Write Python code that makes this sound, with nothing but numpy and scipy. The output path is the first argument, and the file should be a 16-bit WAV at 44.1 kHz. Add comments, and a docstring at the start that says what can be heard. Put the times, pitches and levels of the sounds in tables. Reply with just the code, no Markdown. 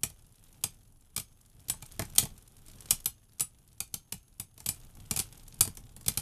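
"""Two toy tops with metal rims spin and clack against each other in a thin plastic bowl, heard close up.
Each impact cracks and excites the normal modes of the rims, the hollow bodies and the bowl;
a small room reverberates. Jolted off the floor, the tops land again, skip and bump the wall.
Throughout, friction at the tips scratches, ticks and rumbles over the bowl's floor."""
import sys
import numpy as np
from scipy import signal
from scipy.fft import rfft, irfft, next_fast_len
from scipy.io import wavfile
from scipy.ndimage import uniform_filter1d, minimum_filter1d, map_coordinates

SR = 44100
rng = np.random.default_rng(int(sys.argv[2]) if len(sys.argv) > 2 else 0)


def wav_record(signal):
    """Record a signal, one row per channel, as 16-bit PCM in the file named by sys.argv[1]."""
    frames = np.transpose(np.atleast_2d(signal))
    bounded = np.clip(frames, -1, 1)
    # unit amplitude maps onto the largest positive 16-bit level
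    quanta = np.round(bounded * 32767).astype(np.int16)
    wavfile.write(sys.argv[1], SR, quanta)


N = 273861
AGE = np.arange(SR // 2) / SR  # seconds since a blow


def amp(db):
    """Decibels to amplitude ratio."""
    return 10 ** (np.asarray(db) / 20)

def unit(x):
    """Normalisation to rms 1."""
    return x / np.sqrt(np.mean(x ** 2) + 1e-20)

def along(points, hz):
    """Interpolation of (Hz, value) points on a log frequency axis."""
    f, v = np.transpose(points)
    return np.interp(np.log(hz + 1), np.log(f + 1), v)

def curves(rows):
    """Linear interpolation in time: one value per sample for each column after the first."""
    s, *cols = np.transpose(rows)
    return [np.interp(np.arange(N) / SR, s, c) for c in cols]

def wobble(rate):
    """Smooth random modulation, rate knots a second."""
    return map_coordinates(rng.standard_normal(int(N * rate / SR) + 4), [np.arange(N) * rate / SR])

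def coloured(x, points):
    """Zero-phase filtering by a curve of (Hz, dB) points."""
    m = next_fast_len(len(x) + 8192)
    return irfft(rfft(x, m) * amp(along(points, np.fft.rfftfreq(m, 1 / SR))), m)[:len(x)]

def noise(points, size):
    """Filtered white noise of rms 1."""
    return unit(coloured(rng.standard_normal(size), points))

def fade(t60):
    """Damping: exponential decay by 60 dB in t60 seconds."""
    return np.exp(-np.log(1000) * AGE / max(t60, 1e-3))

def burst(t60, contact):
    """Contact noise: it holds while the parts grind together for contact seconds, then decays."""
    onset = np.minimum(AGE / 0.0002, 1)
    decay = np.minimum(fade(t60) / np.interp(contact, AGE, fade(t60)), 1)
    return onset * decay * rng.standard_normal(len(AGE))

def resonate(x, peaks):
    """Forced vibration: x drives parallel resonances, scaled so that white noise keeps its power."""
    f = np.fft.rfftfreq(len(x), 1 / SR)
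    gain = sum((-1) ** k * amp(db) * 1j * f * w / (hz * hz - f * f + 1j * f * w)
               for k, (hz, w, db) in enumerate(peaks))
    return irfft(rfft(x) * gain / np.sqrt(np.mean(np.abs(gain) ** 2)), len(x))

def ring(modes, scatter_db, attack):
    """Free vibration: each blow lands on another spot and excites the damped modes in a new balance."""
    chance = rng.standard_normal((len(modes), 2))
    tones = sum(amp(db + scatter_db * share) * fade(t60) * np.sin(2 * np.pi * (hz * AGE + phase))
                for (hz, db, t60), (share, phase) in zip(modes, chance))
    return tones * (1 - np.exp(-AGE / attack))

def add(track, s, sound):
    """Superposition of a sound on the track at s seconds."""
    start = max(round(s * SR), 0)
    track[start:start + len(sound)] += sound[:N - start]

# The small room. Each row: frequency in Hz, reverberation time in seconds.
ROOM = [(100, 0.38), (500, 0.11), (1500, 0.18), (4000, 0.17), (10000, 0.13), (14000, .12)]
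def in_room(x, wet_db, gap):
    """Reverberation: the direct sound plus diffuse reflections that build up over gap seconds."""
    hz, t, spectra = signal.stft(rng.standard_normal(len(AGE)), SR, nperseg=256)
    decay = np.exp(-np.log(1000) * t / along(ROOM, hz)[:, None])
    tail = signal.istft(spectra * decay, SR, nperseg=256)[1][:len(AGE)]
    tail *= 1 - np.exp(-(AGE / gap) ** 2)
    return x + amp(wet_db) * signal.fftconvolve(x, tail / np.linalg.norm(tail))[:len(x)]

SPIN_HZ, SLOWING_HZ_PER_S = (23.4, 36.9), (0.87, 1.6)
def spin(s):
    """Uniform deceleration by friction: turns a second of both tops at s seconds."""
    return [hz - loss * s for hz, loss in zip(SPIN_HZ, SLOWING_HZ_PER_S)]

def catches(rate_hz, jitter):
    """Quasi-periodic impulses: an uneven tip catches once a cycle, varying in time and strength."""
    cycles = np.cumsum(rate_hz) / SR + rng.random()
    at = np.flatnonzero(np.diff(np.floor(cycles)))
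    chance = rng.standard_normal((len(at), 2))
    at = np.clip(at + jitter * SR * chance[:, 0], 0, N - 1).astype(int)
    strength = amp(4.5 * np.clip(chance[:, 1], -2, 1.5))
    return np.bincount(at, strength, N)

def ticking(kicks, colour, t60):
    """Transient friction: each catch is a tiny scrape, reflected by the room; rms 1."""
    grip = signal.fftconvolve(kicks, fade(t60))[:N]
    return unit(in_room(grip * noise(colour, N), wet_db=-11, gap=0.013))

# The tips on the bowl. Each row: time in seconds, scratch gain in dB, rumble gain in dB.
TIPS = [(0.0, -69.5, -59.5), (0.36, -69.5, -64), (0.62, -64, -59.5), (0.92, -73, -64.5), (1.5, -70, -63.5),
        (1.69, -66, -59), (1.87, -62.5, -60), (2.2, -58.5, -49), (2.49, -67, -61), (2.92, -55.5, -54.5),
        (3.13, -69.5, -65), (4.5, -72.5, -65), (4.76, -59, -56), (4.89, -63, -56), (5.22, -59, -55.5),
        (5.79, -63.5, -56), (6.0, -67, -57.5), (6.21, -50.5, -64)]
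# Spectra of the tips' friction. Each row: frequency in Hz, relative level in dB.
SMOOTH_PLASTIC_TICK = [(400, -17), (2000, -18.5), (6000, -5), (9000, -1), (10300, 0.5), (11500, 1),
                       (14000, -12)]
SCUFFED_PLASTIC_TICK = [(400, -3.5), (800, -12), (1800, -9.5), (3300, -3), (6000, -3.5), (9000, -5),
                        (14000, -20.5)]
SCRATCH = [(240, -28), (400, 5), (805, -6.5), (1010, -2.5), (1260, -2), (2050, -8), (3310, -3),
           (4260, -10.5), (10600, -6), (14000, -4.5)]
RUMBLE = [(12, -37.5), (20, 11.5), (49, -1.5), (114, 1), (184, -9), (280, -14), (542, -28.5), (797, -21.5),
          (1010, -33.5), (1260, -36.5), (1600, -37.5), (2080, -56.5), (3520, -120)]
# The rim mode sustained by rubbing. Its row: frequency in Hz, bandwidth in Hz, relative level in dB.
RUBBED_MODE = [(10200, 510, 0)]
TICK_GROWS, FIRM_DB = 0.24, -62  # pressed harder, a tip ticks more: dB per dB above a firm scratch
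def whirr():
    """Friction excitation: the turning tips tick and rub, the rims shimmer and the bowl rumbles."""
    scratch_db, rumble_db = curves(TIPS)
    first_hz, second_hz = spin(np.arange(N) / SR)
    kicks = catches(first_hz, jitter=0.0036)
    rebounds = amp(-7.5) * np.roll(kicks, round(0.003 * SR))  # the tip hops and touches again
    bright = ticking(kicks + rebounds, SMOOTH_PLASTIC_TICK, t60=0.014)
    dull = ticking(catches(second_hz, jitter=0.0093), SCUFFED_PLASTIC_TICK, t60=0.024)
    ticks = amp(TICK_GROWS * (scratch_db - FIRM_DB)) * (amp(0.5) * bright + amp(-5.5) * dull)
    grit = amp(-2.5) * ticking(catches(6 * second_hz, jitter=0.004), SCRATCH, t60=0.025)
    rub = noise(SCRATCH, N) * amp(-7 + 1.7 * wobble(45))
    shimmer = amp(-76) * resonate(rng.standard_normal(N), RUBBED_MODE)
    rumble = noise(RUMBLE, N) * amp(rumble_db + 3 + 1.5 * wobble(25))
    return amp(scratch_db) * (ticks + grit + rub) + shimmer + rumble

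# Spectrum of a hard contact. Each row: frequency in Hz, relative level in dB.
CRACK = [(300, -32.5), (1500, -25), (3000, -12.5), (5000, -6), (6500, -5), (8500, -1.5), (12500, -4),
         (14000, -10)]
def crack(t60, contact):
    """Impact noise: a brief, hard contact radiates a bright broadband snap."""
    gain = amp(along(CRACK, np.fft.rfftfreq(len(AGE), 1 / SR)))
    return coloured(burst(t60, contact), CRACK) / np.sqrt(np.mean(gain ** 2))

# The rims' short, high modes. Each row: frequency in Hz, relative level in dB, t60 in seconds.
RIM_MODES = [(7806, 0, .115), (8930, 0, .1), (9130, -4, .13), (9450, -1, .14), (10200, 0, .105),
             (10480, -2, .1), (11800, -2, .1), (12180, 4, .085)]
def rims(best_hz, spin_hz, reach_hz=1012, rest_db=-5.0, depth=0.39, detune_hz=20):
    """Modal excitation and directivity: the struck spot favours modes near best_hz; spin swirls them."""
    metal = np.zeros(len(AGE))
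    for hz, db, t60 in RIM_MODES:
        favour_db = rest_db * (1 - np.exp(-((hz - best_hz) / reach_hz) ** 2))
        # a spinning rim shows its loud side twice a turn
        swirl = 1 + depth * np.cos(2 * np.pi * (2 * spin_hz * AGE + rng.random()))
        mode = (hz + detune_hz * rng.standard_normal(), db + favour_db, t60)
        metal += swirl * ring([mode], scatter_db=3.5, attack=0.00045)
    return metal

# The bowl's low modes. Each row: frequency in Hz, relative level in dB, t60 in seconds.
BOWL_MODES = [(55.5, -8, 0.38), (96, 0, 0.15), (123.9, 2.5, 0.099), (155, -4.5, 0.18), (191.7, 0.5, 0.09),
              (226.4, -6.5, 0.11), (304, -9, 0.082), (444.5, -4.5, 0.058)]
def bowl_thump(scatter_db, attack):
    """Plate vibration: the thin floor drums in its low modes."""
    return ring(BOWL_MODES, scatter_db, attack)

# The tops' hollow plastic bodies. Each row: frequency in Hz, bandwidth in Hz, relative level in dB.
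SHELL_RESONANCES = [(386, 250, -8.5), (802, 92, 0), (1270, 280, -3.5), (2393, 135, 2.5), (3330, 610, -1.5),
                    (4900, 650, -12)]
# The rims' lingering mode. Its row: frequency in Hz, relative level in dB, t60 in seconds.
PING_MODE = [(6433, 0, .65)]
# Rim against rim. Each row: start in seconds, gain in dB, extra ring gain in dB, favoured pitch in Hz.
CLASHES = [(0.0334, -21, -11.5, 8000), (0.6381, -21, -16, 10400), (1.1632, -27.5, -19, 9400),
           (1.177, -28, -18, 9500), (1.1982, -36.5, -9, 10300), (1.684, -37.5, -24, 9500),
           (1.6978, -24.5, -6, 8700), (1.8236, -41, -21, 9500), (2.1597, -35.5, -34, 9500),
           (2.1821, -11, -15, 7800), (2.9075, -15.5, -8.5, 7800), (3.0577, -24.5, -3.5, 11000),
           (3.3965, -31.5, -23, 9400), (3.4062, -24.5, 1.5, 11200), (3.8036, -27.5, -22, 8970),
           (3.9405, -29.5, -14, 10600), (4.123, -29, -19.5, 12200), (4.3977, -32, -8, 9700),
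           (4.661, -28, -9, 12200), (4.6883, -25.5, -4, 11000), (5.11, -24, -23, 10500),
           (5.162, -28, -27, 9500), (5.1721, -27.5, -12, 9500), (5.1906, -24.5, -23, 9550),
           (5.1987, -27.5, -14, 9300), (5.6082, -13, -6.5, 8700), (6.062, -35, -32.5, 9500),
           (6.082, -19, -31, 9100), (6.1735, -24, -12.5, 9500)]
USUAL_DB = -25  # gain of an ordinary clash
CLACK_GROWS, PING_GROWS, THUMP_GROWS = 0.84, 0.1, 0.42  # dB per dB of clash
LEAN_S, LEAN_DB_PER_S = 4.46, 4  # from then on the slowing tops lean and push harder into the bowl
def clashes():
    """Collision: the rims crack and ring; clack, ping and thump grow more slowly than the crack."""
    track = np.zeros(N)
    for s, db, ring_db, best_hz in CLASHES:
        force_db, lean_db = db - USUAL_DB, LEAN_DB_PER_S * max(s - LEAN_S, 0)
        snap = amp(db + 1) * crack(t60=0.015, contact=0.0032)
        shell = resonate(burst(t60=0.032, contact=0.0037), SHELL_RESONANCES)
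        clack = amp(-38.5 + CLACK_GROWS * force_db) * shell
        metal = amp(db + ring_db - 1.5) * rims(best_hz, spin(s)[0])
        ping = amp(-66 + PING_GROWS * force_db) * ring(PING_MODE, scatter_db=-1, attack=0.0005)
        thump = amp(-46 + THUMP_GROWS * force_db + lean_db) * bowl_thump(scatter_db=1.5, attack=0.00089)
        add(track, s, in_room(snap + clack, wet_db=-10.5, gap=0.0043) + metal + ping + thump)
    return track

# The bowl's wall. Each row: frequency in Hz, bandwidth in Hz, relative level in dB.
WALL_RESONANCES = [(310.5, 330, -3.5), (465, 61, -1), (637, 36, 2), (880, 120, 2), (1090, 63, -1.5),
                   (2130, 1200, -8)]
def bowl_blow(knock_db, thump_db):
    """Impact excitation of the bowl: the contact ticks, the wall knocks and the floor drums."""
    tick = amp(-7.5) * crack(t60=0.024, contact=0.001)
    knock = amp(knock_db) * resonate(burst(t60=0.029, contact=0.004), WALL_RESONANCES)
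    thump = amp(thump_db - 3) * bowl_thump(scatter_db=1, attack=0.0013)
    return in_room(tick + knock, wet_db=-10, gap=0.0061) + thump

# A tip skips and lands. Each row: start in seconds, gain in dB, extra thump gain in dB.
SKIPS = [(0.038, -29.5, -11), (0.1003, -38, -19), (2.2264, -24.5, -7.5), (2.2357, -25.5, -19),
         (2.2536, -28, -34), (2.6832, -38.5, -21), (4.1395, -38.5, -4.5), (4.578, -37, -20),
         (4.6027, -34, -25), (5.113, -27, -6), (5.138, -30, -25), (5.6516, -26.5, -22), (5.6757, -26.5, -9),
         (5.7712, -30, -20), (5.9642, -36.5, -10.5), (6.0105, -38.5, -10)]
# A top bumps the wall. Each row: start in seconds, gain in dB.
WALL_BUMPS = [(1.7364, -42), (1.8245, -41.5), (1.994, -20.5), (2.0202, -27.5)]
HOP_S, HOP_GROWS = 0.016, 0.7  # flight after a clash; dB of landing per dB of clash
def landings():
    """Rebound: a top drops back after every clash; the tops also skip and bump the wall."""
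    track = np.zeros(N)
    for s, db, *_ in CLASHES:
        hop_db = -38 + HOP_GROWS * (db - USUAL_DB)
        add(track, s + HOP_S, amp(hop_db) * bowl_blow(knock_db=-19, thump_db=-12.5))
    for s, db, thump_db in SKIPS:
        add(track, s, amp(db) * bowl_blow(knock_db=-20, thump_db=thump_db))
    for s, db in WALL_BUMPS:
        add(track, s, amp(db) * bowl_blow(knock_db=-10, thump_db=-9.5))
    return track

def scene():
    """Superposition of clashes, landings and whirr in one channel."""
    return (clashes() + landings() + whirr())[None]

# A steep treble roll-off. Each row: frequency in Hz, gain in dB.
TREBLE_EDGE = [(13900, 0), (14300, -17), (15000, -19), (15400, -45), (16500, -70)]
CEILING, TOP_HZ = 0.6, 16000  # limiter threshold as an amplitude; band limit
def record(dry):
    """Band and peak limiting: the top treble falls away and the hardest cracks are ducked."""
    x = coloured(dry[0], TREBLE_EDGE)
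    needed_gain = CEILING / np.maximum(np.abs(x), CEILING)
    x = x * uniform_filter1d(minimum_filter1d(needed_gain, size=121), size=121)
    passband = np.fft.rfftfreq(N, 1 / SR) < TOP_HZ
    return irfft(rfft(x) * passband, N)[None]


dry = scene()
out = record(dry)
wav_record(out)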